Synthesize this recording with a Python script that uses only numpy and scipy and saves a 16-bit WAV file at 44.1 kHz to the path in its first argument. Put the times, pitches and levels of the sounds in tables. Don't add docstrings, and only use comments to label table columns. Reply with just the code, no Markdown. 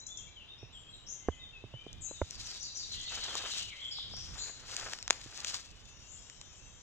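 import sys
import numpy as np
from scipy import signal
from scipy.fft import rfft, irfft, next_fast_len
from scipy.io import wavfile
from scipy.ndimage import map_coordinates

SR = 44100
rng = np.random.default_rng(int(sys.argv[2]) if len(sys.argv) > 2 else 0)


def wrap_up_sound(samples):
    columns = np.atleast_2d(samples).T
    tamed = np.clip(columns, -1, 1)
    steps = np.round(tamed * 32767).astype(np.int16)
    wavfile.write(sys.argv[1], SR, steps)


N = 300762

# frequency in Hz, relative density in dB.
FOLIAGE_SPECTRUM = [(150, -4), (400, -3.5), (1500, -8), (3800, -10.5), (6800, -15), (8600, -33),
                    (15000, -45)]
RUMBLE_SPECTRUM = [(12, -12), (35, 1), (100, -1.5), (260, -18.5), (2000, -59)]
TWIG_SPECTRUM = [(100, 0), (500, -4), (1600, -2.5), (4300, -0.5), (7300, -0.5), (8600, -20), (15000, -40)]
CRUSH_SPECTRUM = [(150, -16.5), (400, -1.5), (900, 0.5), (1600, 3.5), (2600, -4), (9000, -40)]
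CRACKLE_SPECTRUM = [(300, -37.5), (1500, -13.5), (2800, -1.5), (4300, 4), (7400, 1), (8500, -12.5),
                    (12000, -32), (15000, -28.5)]
DAMP_WOOD_SPECTRUM = [(200, -26), (450, 4), (1100, 9), (2000, -17.5), (6000, -30)]
# peak time in seconds, level in dB.
HAND_SHIFTS = [(1.98, -48), (2.42, -52), (2.959, -52), (4.12, -48), (4.31, -47.5)]
# start and length in seconds, start and end pitch in Hz, relative level in dB.
WARBLER_SLURS = [(.165, 0.052, 3750, 3180, -47), (.359, 0.034, 3310, 3000, -47),
                 (.392, 0.038, 3010, 2720, -49), (.722, 0.076, 3750, 3120, -48.5),
                 (.925, 0.037, 4230, 3730, -47.5), (1.312, 0.039, 3520, 2990, -50.5),
                 (1.39, .075, 3820, 3584, -46), (1.525, 0.049, 2780, 2570, -49),
                 (1.876, 0.041, 3650, 3380, -51), (2.14, 0.058, 4000, 3610, -48)]
TIT_CALLS = [(.57, 0.042, 4900, 5730, -60.5), (1.06, 0.067, 5660, 6520, -43),
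             (2.005, 0.064, 7780, 6520, -41.5), (4.36, 0.09, 7410, 6750, -43.5),
             (6.06, 0.11, 6100, 7400, -53.5)]
THIN_NOTES = [(0.72, 0.12, 7300, 7030, -53.5), (0.884, 0.11, 7380, 7120, -54.5),
              (1.095, 0.077, 7510, 7100, -57), (1.299, 0.11, 7100, 6350, -59.5),
              (3.796, 0.15, 7380, 6800, -54), (4.798, 0.3, 5400, 5300, -52),
              (6.44, 0.16, 5360, 5150, -60.5)]
FAR_BIRD_NOTES = [(1.1, .36, 2115, 2008, -66), (2.92, 0.165, 1953, 2010, -54.5)]
FINCH_SCOOPS = [(3.679, 0.07, 2650, 1992, -50), (3.79, .08, 3100, 3370, -38.5)]
FINCH_FLOURISH = [(3.91, 0.022, 4840, 4920, -44.5), (3.935, 0.1, 4410, 3400, -49.5),
                  (4.105, .12, 4690, 5650, -51), (4.372, 0.081, 3804, 4254, -51)]
# start and length in seconds, end
# pitch in Hz, relative level in dB.
RISING_WHISTLES = [(0.0, 0.046, 4050, -48), (0.082, 0.073, 3543, -45), (0.266, 0.044, 2350, -57.5),
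                   (0.482, 0.049, 3700, -46.5), (0.85, 0.069, 3300, -53), (1.729, 0.1, 3090, -48),
                   (1.76, 0.12, 2435, -59), (2.066, 0.055, 4070, -50.5), (6.41, 0.096, 3580, -62)]
# start in seconds, relative level in dB.
CONTACT_CHIPS = [(0.0, -48), (0.065, -40), (0.171, -40.5), (2.626, -39.5), (2.77, -38.5), (2.921, -46),
                 (3.011, -44.5), (3.092, -45)]
# start in seconds, level in dB, pitch in Hz, relative thud level in dB.
CASE_KNOCKS = [(0.63, -36, 396, -2), (1.2858, -13, 430, -8.5), (1.640, -32.5, 377, -3),
               (1.739, -36.5, 560, 4.5), (1.866, -32.5, 412, -27), (2.112, -31.5, 530, -16),
               (2.216, -15.5, 561, -5), (5.261, -39, 313, -6)]
# multiple of the pitch, relative level in dB.
CASE_MODES = [(0.7, -2), (1, 3.5), (1.55, -1), (2.4, -3.5), (3.7, -4.5)]
# start in seconds, level in dB, high-pass corner in Hz.
TWIG_SNAPS = [(1.93, -22, 5400), (2.309, -15.5, 4830), (3.354, -11, 4100), (4.167, -21, 5000),
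              (4.766, -9.5, 2520), (4.9344, -13.5, 690), (4.988, -22.5, 800), (5.376, -21.5, 2500),
              (5.027, -19, 2720), (5.079, -12.5, 485), (5.1017, -14, 615), (5.107, 1.5, 420),
              (5.129, -21.5, 1590), (5.215, -23.5, 1020), (5.404, -19.5, 2500), (5.447, -10, 2170),
              (5.544, -11.5, 1200), (6.299, -26.5, 1500), (6.414, -25.5, 980)]
# delay and length in seconds, start and end pitch in Hz, relative level in dB.
HIGH_STROKES = [(0, 0.027, 6700, 5090, 1.5), (0.035, 0.0316, 5010, 4435, 0.5),
                (0.069, 0.035, 4200, 3800, -4)]
LOW_STROKES = [(.004, .04, 4400, 3605, 0), (.026, .035, 3700, 2648, -3), (.07, .05, 3450, 2950, -3)]
# time of full weight in seconds, rise in seconds per 20 dB, hold in seconds,
# crush level in dB, crackle level in dB.
FOOTSTEPS = [(2.519, 0.43, 0.034, -61.5, -45.5), (3.121, 0.01, 0.07, -50.5, -44.5),
             (3.27, 0.24, 0.21, -50, -43.5), (3.55, 1, 0.056, -59.5, -40.5), (4.41, 0.6, 0.075, -57, -51),
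             (4.772, 0.28, 0.15, -51, -44.5), (5.483, 0.43, 0.076, -54, -43)]
# start in seconds, level in dB.
STICK_CRUNCHES = [(3.174, -38), (3.352, -26), (3.439, -29.5), (3.985, -39), (4.137, -43)]
# frequency in Hz, left minus right in dB, lag of the right in radians.
PORT_RESPONSE = [(89, -8, 0), (497, -3.5, 0), (1530, 1, 0), (3120, 6, 1.5), (4500, -1, 3), (5220, 3, 4),
                 (6570, 12, 6), (8000, 16, 7), (11000, -1, 7.5)]

NEAR_CORRELATION, FAR_CORRELATION = 0.76, 0.51


def from_db(db):
    return 10 ** (np.asarray(db) / 20)


def unit_rms(x):
    return x / np.sqrt(np.mean(x ** 2) + 1e-20)


def add(out, start_s, sound):
    i = max(0, int(start_s * SR))
    out[..., i:i + sound.shape[-1]] += sound[..., :N - i]


def drift(rate_hz, size):
    at = np.arange(size) * rate_hz / SR
    return map_coordinates(rng.standard_normal(size // 20 + 2), [at], order=1, mode="wrap")


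def colour(x, spectrum):
    size = next_fast_len(N + SR // 2, True)
    hz, db = np.transpose(spectrum)
    log_hz = np.log(np.arange(size // 2 + 1) * SR / size + 1)
    gain = unit_rms(from_db(np.interp(log_hz, np.log(hz), db)))
    cepstrum = irfft(np.log(gain), size)[:size // 2]
    cepstrum[1:] *= 2
    return irfft(rfft(x, size) * np.exp(rfft(cepstrum, size)), size)[..., :N]


def stereo(pair, correlation):
    mid = np.sqrt(1 + correlation) * pair[0]
    side = np.sqrt(1 - correlation) * pair[1]
    return np.array([mid + side, mid - side]) / np.sqrt(2)


def noise(size, correlation):
    return stereo(rng.standard_normal((2, size)), correlation)


def foliage(level_db=-63.5):
    return from_db(level_db) * colour(noise(N, FAR_CORRELATION), FOLIAGE_SPECTRUM)


def rumble(air_db=-59.5, shift_half_width_s=0.052):
    t = np.arange(N) / SR
    hand = sum(from_db(db) / (1 + ((t - peak_s) / shift_half_width_s) ** 2) for peak_s, db in HAND_SHIFTS)
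    air = from_db(air_db + 2.6 * drift(rate_hz=14, size=N))
    return colour(noise(N, FAR_CORRELATION) * np.hypot(air, hand), RUMBLE_SPECTRUM)


def forest(x, far_t60_s, near_t60_s, far_db, onset_s=0.0013):
    t = np.arange(SR) / SR
    near = noise(SR, FAR_CORRELATION) * from_db(-60 * t / near_t60_s)
    far = noise(SR, FAR_CORRELATION) * from_db(far_db - 60 * t / far_t60_s)
    echoes = unit_rms((near + far) * (1 - np.exp(-t / onset_s))) / np.sqrt(SR)
    return signal.fftconvolve(np.atleast_2d(x), echoes, axes=1)[:, :N]


def bird(notes, bend, waver, direct_db, echo_db, t60_s=1.14, arch=0, buzz=0, buzz_hz=155):
    song = np.zeros(N)
    for start_s, length_s, start_hz, end_hz, db in notes:
        progress = np.linspace(0, 1, int(length_s * SR))
        hump = np.abs(np.sin(np.pi * progress))
        glide_hz = (end_hz + (start_hz - end_hz) * (1 - progress) ** bend) * (1 + arch * hump)
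        wobble = waver * drift(rate_hz=402.5, size=len(progress))
        rasp = buzz * np.sin(2 * np.pi * buzz_hz * length_s * progress)
        phase_rad = 2 * np.pi * np.cumsum(glide_hz * (1 + wobble + rasp)) / SR
        swell = np.sqrt(hump) * np.tanh(20 * progress * (1 - progress))
        add(song, start_s, from_db(db) * swell * np.sin(phase_rad))
    echo = forest(song, far_t60_s=t60_s, near_t60_s=0.48, far_db=-5.5)
    return from_db(direct_db) * song + from_db(echo_db) * echo


def warbler(start_ratio=0.94):
    whistles = [(start_s, length_s, hz * start_ratio, hz, db)
                for start_s, length_s, hz, db in RISING_WHISTLES]
    return bird(WARBLER_SLURS + whistles, bend=2.41, waver=0.004, direct_db=-2.5, echo_db=-1.7, t60_s=1.2)


def contact_calls(length_s=0.0085, start_hz=5010, end_hz=7344):
    notes = [(start_s, length_s, start_hz, end_hz, db) for start_s, db in CONTACT_CHIPS]
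    return bird(notes, bend=2.12, waver=0.0045, direct_db=3.5, echo_db=5.5, t60_s=0.26)


def chorus(from_s, to_s, low_hz, high_hz, level_db, count, length_s=0.09, slide=0.06):
    notes = []
    for k, (when, pitch, turn) in enumerate(rng.random((count, 3))):
        start_s = from_s + (to_s - from_s) * (k + when) / count
        hz = low_hz * (high_hz / low_hz) ** pitch
        notes.append((start_s, length_s, hz, hz * (1 + slide * (2 * turn - 1)), level_db))
    return bird(notes, bend=0.98, waver=0.0219, direct_db=-20, echo_db=3)


def tits():
    return bird(TIT_CALLS, bend=2.366, waver=0.0266, buzz=0.048, direct_db=-6.5, echo_db=6, t60_s=0.66)


def case_knocks(contact_s=0.00099, case_t60_s=0.013, dulling=0.26,
                rock_s=0.004, thud_t60_s=0.079, thud_hz=52.6, thud_hz_per_db=1.9):
    out, t = np.zeros(N), np.arange(SR // 5) / SR
    for start_s, db, hz, thud_db in CASE_KNOCKS:
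        ring = sum(from_db(mode_db + dulling * db * max(ratio - 1, 0) - 60 * t / case_t60_s)
                   * np.sin(2 * np.pi * hz * ratio * t) for ratio, mode_db in CASE_MODES)
        ring *= 1 - np.exp(-t / contact_s)
        thud = np.sin(2 * np.pi * (thud_hz - thud_hz_per_db * db) * t)
        thud *= from_db(thud_db - 60 * t / thud_t60_s) * (1 - np.exp(-t / rock_s))
        add(out, start_s, from_db(db) * (ring + thud))
    return out


def thin_whistles(upper_ratio=1.16, upper_db=-18):
    upper = [(start_s, length_s, start_hz * upper_ratio, end_hz * upper_ratio, db + upper_db)
             for start_s, length_s, start_hz, end_hz, db in THIN_NOTES]
    return bird(THIN_NOTES + upper, bend=0.93, arch=0.045, waver=0.007, direct_db=-4.5, echo_db=-5)


def far_bird():
    return bird(FAR_BIRD_NOTES, bend=1.17, waver=0.013, direct_db=-11, echo_db=2.5, t60_s=1.6)


def twig_snaps(decay_s=0.00088, splinter_db=-13, fullband_db=-22):
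    out, t = np.zeros((2, N)), np.arange(SR // 50) / SR
    for start_s, db, corner_hz in TWIG_SNAPS:
        crack = from_db(splinter_db) * noise(len(t), NEAR_CORRELATION) * np.exp(-t / decay_s)
        crack[:, 0] += 1
        highs = signal.sosfilt(signal.butter(2, corner_hz, "high", fs=SR, output="sos"), crack)
        add(out, start_s, from_db(db) * (highs + from_db(fullband_db) * crack))
    return colour(out, TWIG_SPECTRUM)


def finch(start_s=2.297, beat_s=0.1497, count=9, high_count=4, pitch_spread=0.022,
          full_db=-39.5, soft_db=-11.5, swell_s=0.18):
    notes = []
    for k, pitch in enumerate(1 + pitch_spread * rng.standard_normal(count)):
        since_s = k * beat_s
        level_db = full_db + soft_db * np.exp(-since_s / swell_s)
        for delay_s, length_s, start_hz, end_hz, db in HIGH_STROKES if k < high_count else LOW_STROKES:
            onset_s = start_s + since_s + delay_s
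            notes.append((onset_s, length_s, start_hz * pitch, end_hz * pitch, level_db + db))
    trill = bird(notes + FINCH_SCOOPS, bend=1.6, waver=0.0419, direct_db=-5.5, echo_db=4, t60_s=1.4)
    flourish = bird(FINCH_FLOURISH, bend=2, waver=0.035, buzz=0.072, direct_db=6.5, echo_db=10.5)
    return trill + flourish


def foot_pressure(release_db_per_s=223, settle_db=-18, settle_db_per_s=5):
    t = np.arange(N) / SR
    full_s, rise_s, hold_s, crush_db, crackle_db = np.transpose(FOOTSTEPS)[:, :, None]
    before_s, after_s = np.maximum(full_s - t, 0), np.maximum(t - full_s - hold_s, 0)
    release = from_db(-release_db_per_s * after_s)
    settle = from_db(settle_db - settle_db_per_s * after_s)
    weight = from_db(-20 * before_s / rise_s) * (release + settle)
    return np.max(weight * from_db(crush_db), axis=0), np.max(weight * from_db(crackle_db), axis=0)


def fractures(per_s, spread_db, clump_db):
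    breaks = rng.random((2, N)) < per_s / SR
    sizes = from_db(spread_db * np.minimum(rng.exponential(1, (2, N)), 4)) * rng.choice([-1, 1], (2, N))
    clumps = from_db(clump_db * drift(rate_hz=70, size=N))
    return stereo(unit_rms(breaks * sizes * clumps), NEAR_CORRELATION)


def leaf_steps(stalk_db=-11.5):
    crush_gain, crackle_gain = foot_pressure()
    crush = fractures(per_s=2200, spread_db=4, clump_db=2.5) * crush_gain
    crackle = fractures(per_s=2600, spread_db=2.5, clump_db=3.5) * crackle_gain
    stalks = fractures(per_s=82, spread_db=2, clump_db=2) * crackle_gain * from_db(stalk_db)
    return (colour(crush, CRUSH_SPECTRUM) + colour(crackle, CRACKLE_SPECTRUM)
            + colour(stalks, TWIG_SPECTRUM))


def stick_crunches(decay_s=0.0018):
    out, t = np.zeros(N), np.arange(SR // 20) / SR
    for start_s, db in STICK_CRUNCHES:
        add(out, start_s, from_db(db) * rng.standard_normal(len(t)) * np.exp(-t / decay_s))
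    return colour(out, DAMP_WOOD_SPECTRUM)


def microphone_ports(x):
    size = next_fast_len(N + SR // 10, True)
    hz, balance_db, lag_rad = np.transpose(PORT_RESPONSE)
    log_hz = np.log(np.arange(size // 2 + 1) * SR / size + 1)
    left = from_db(np.interp(log_hz, np.log(hz), balance_db))
    right = np.exp(-1j * np.interp(log_hz, np.log(hz), lag_rad))
    response = np.array([left, right]) * np.sqrt(2 / (1 + left ** 2))
    return irfft(rfft(x, size) * response, size)[:, :N]


def scene():
    birds = warbler() + contact_calls() + tits() + thin_whistles() + far_bird() + finch()
    birds += chorus(from_s=0.05, to_s=6.7, low_hz=2548, high_hz=3943, level_db=-67.5, count=240)
    birds += chorus(from_s=5.8, to_s=6.8, low_hz=5390, high_hz=7640, level_db=-63, count=40)
    ground = twig_snaps() + leaf_steps() + stick_crunches()
    ground_echo = from_db(-18) * forest(ground, far_t60_s=0.95, near_t60_s=0.53, far_db=-40)
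    return foliage() + rumble() + birds + case_knocks() + ground + ground_echo


def record(dry):
    cutoff_hz = 15700
    lowpass = signal.ellip(10, 0.1, 70, cutoff_hz, fs=SR, output="sos")
    return signal.sosfilt(lowpass, microphone_ports(dry))


dry = scene()
out = record(dry)
wrap_up_sound(out)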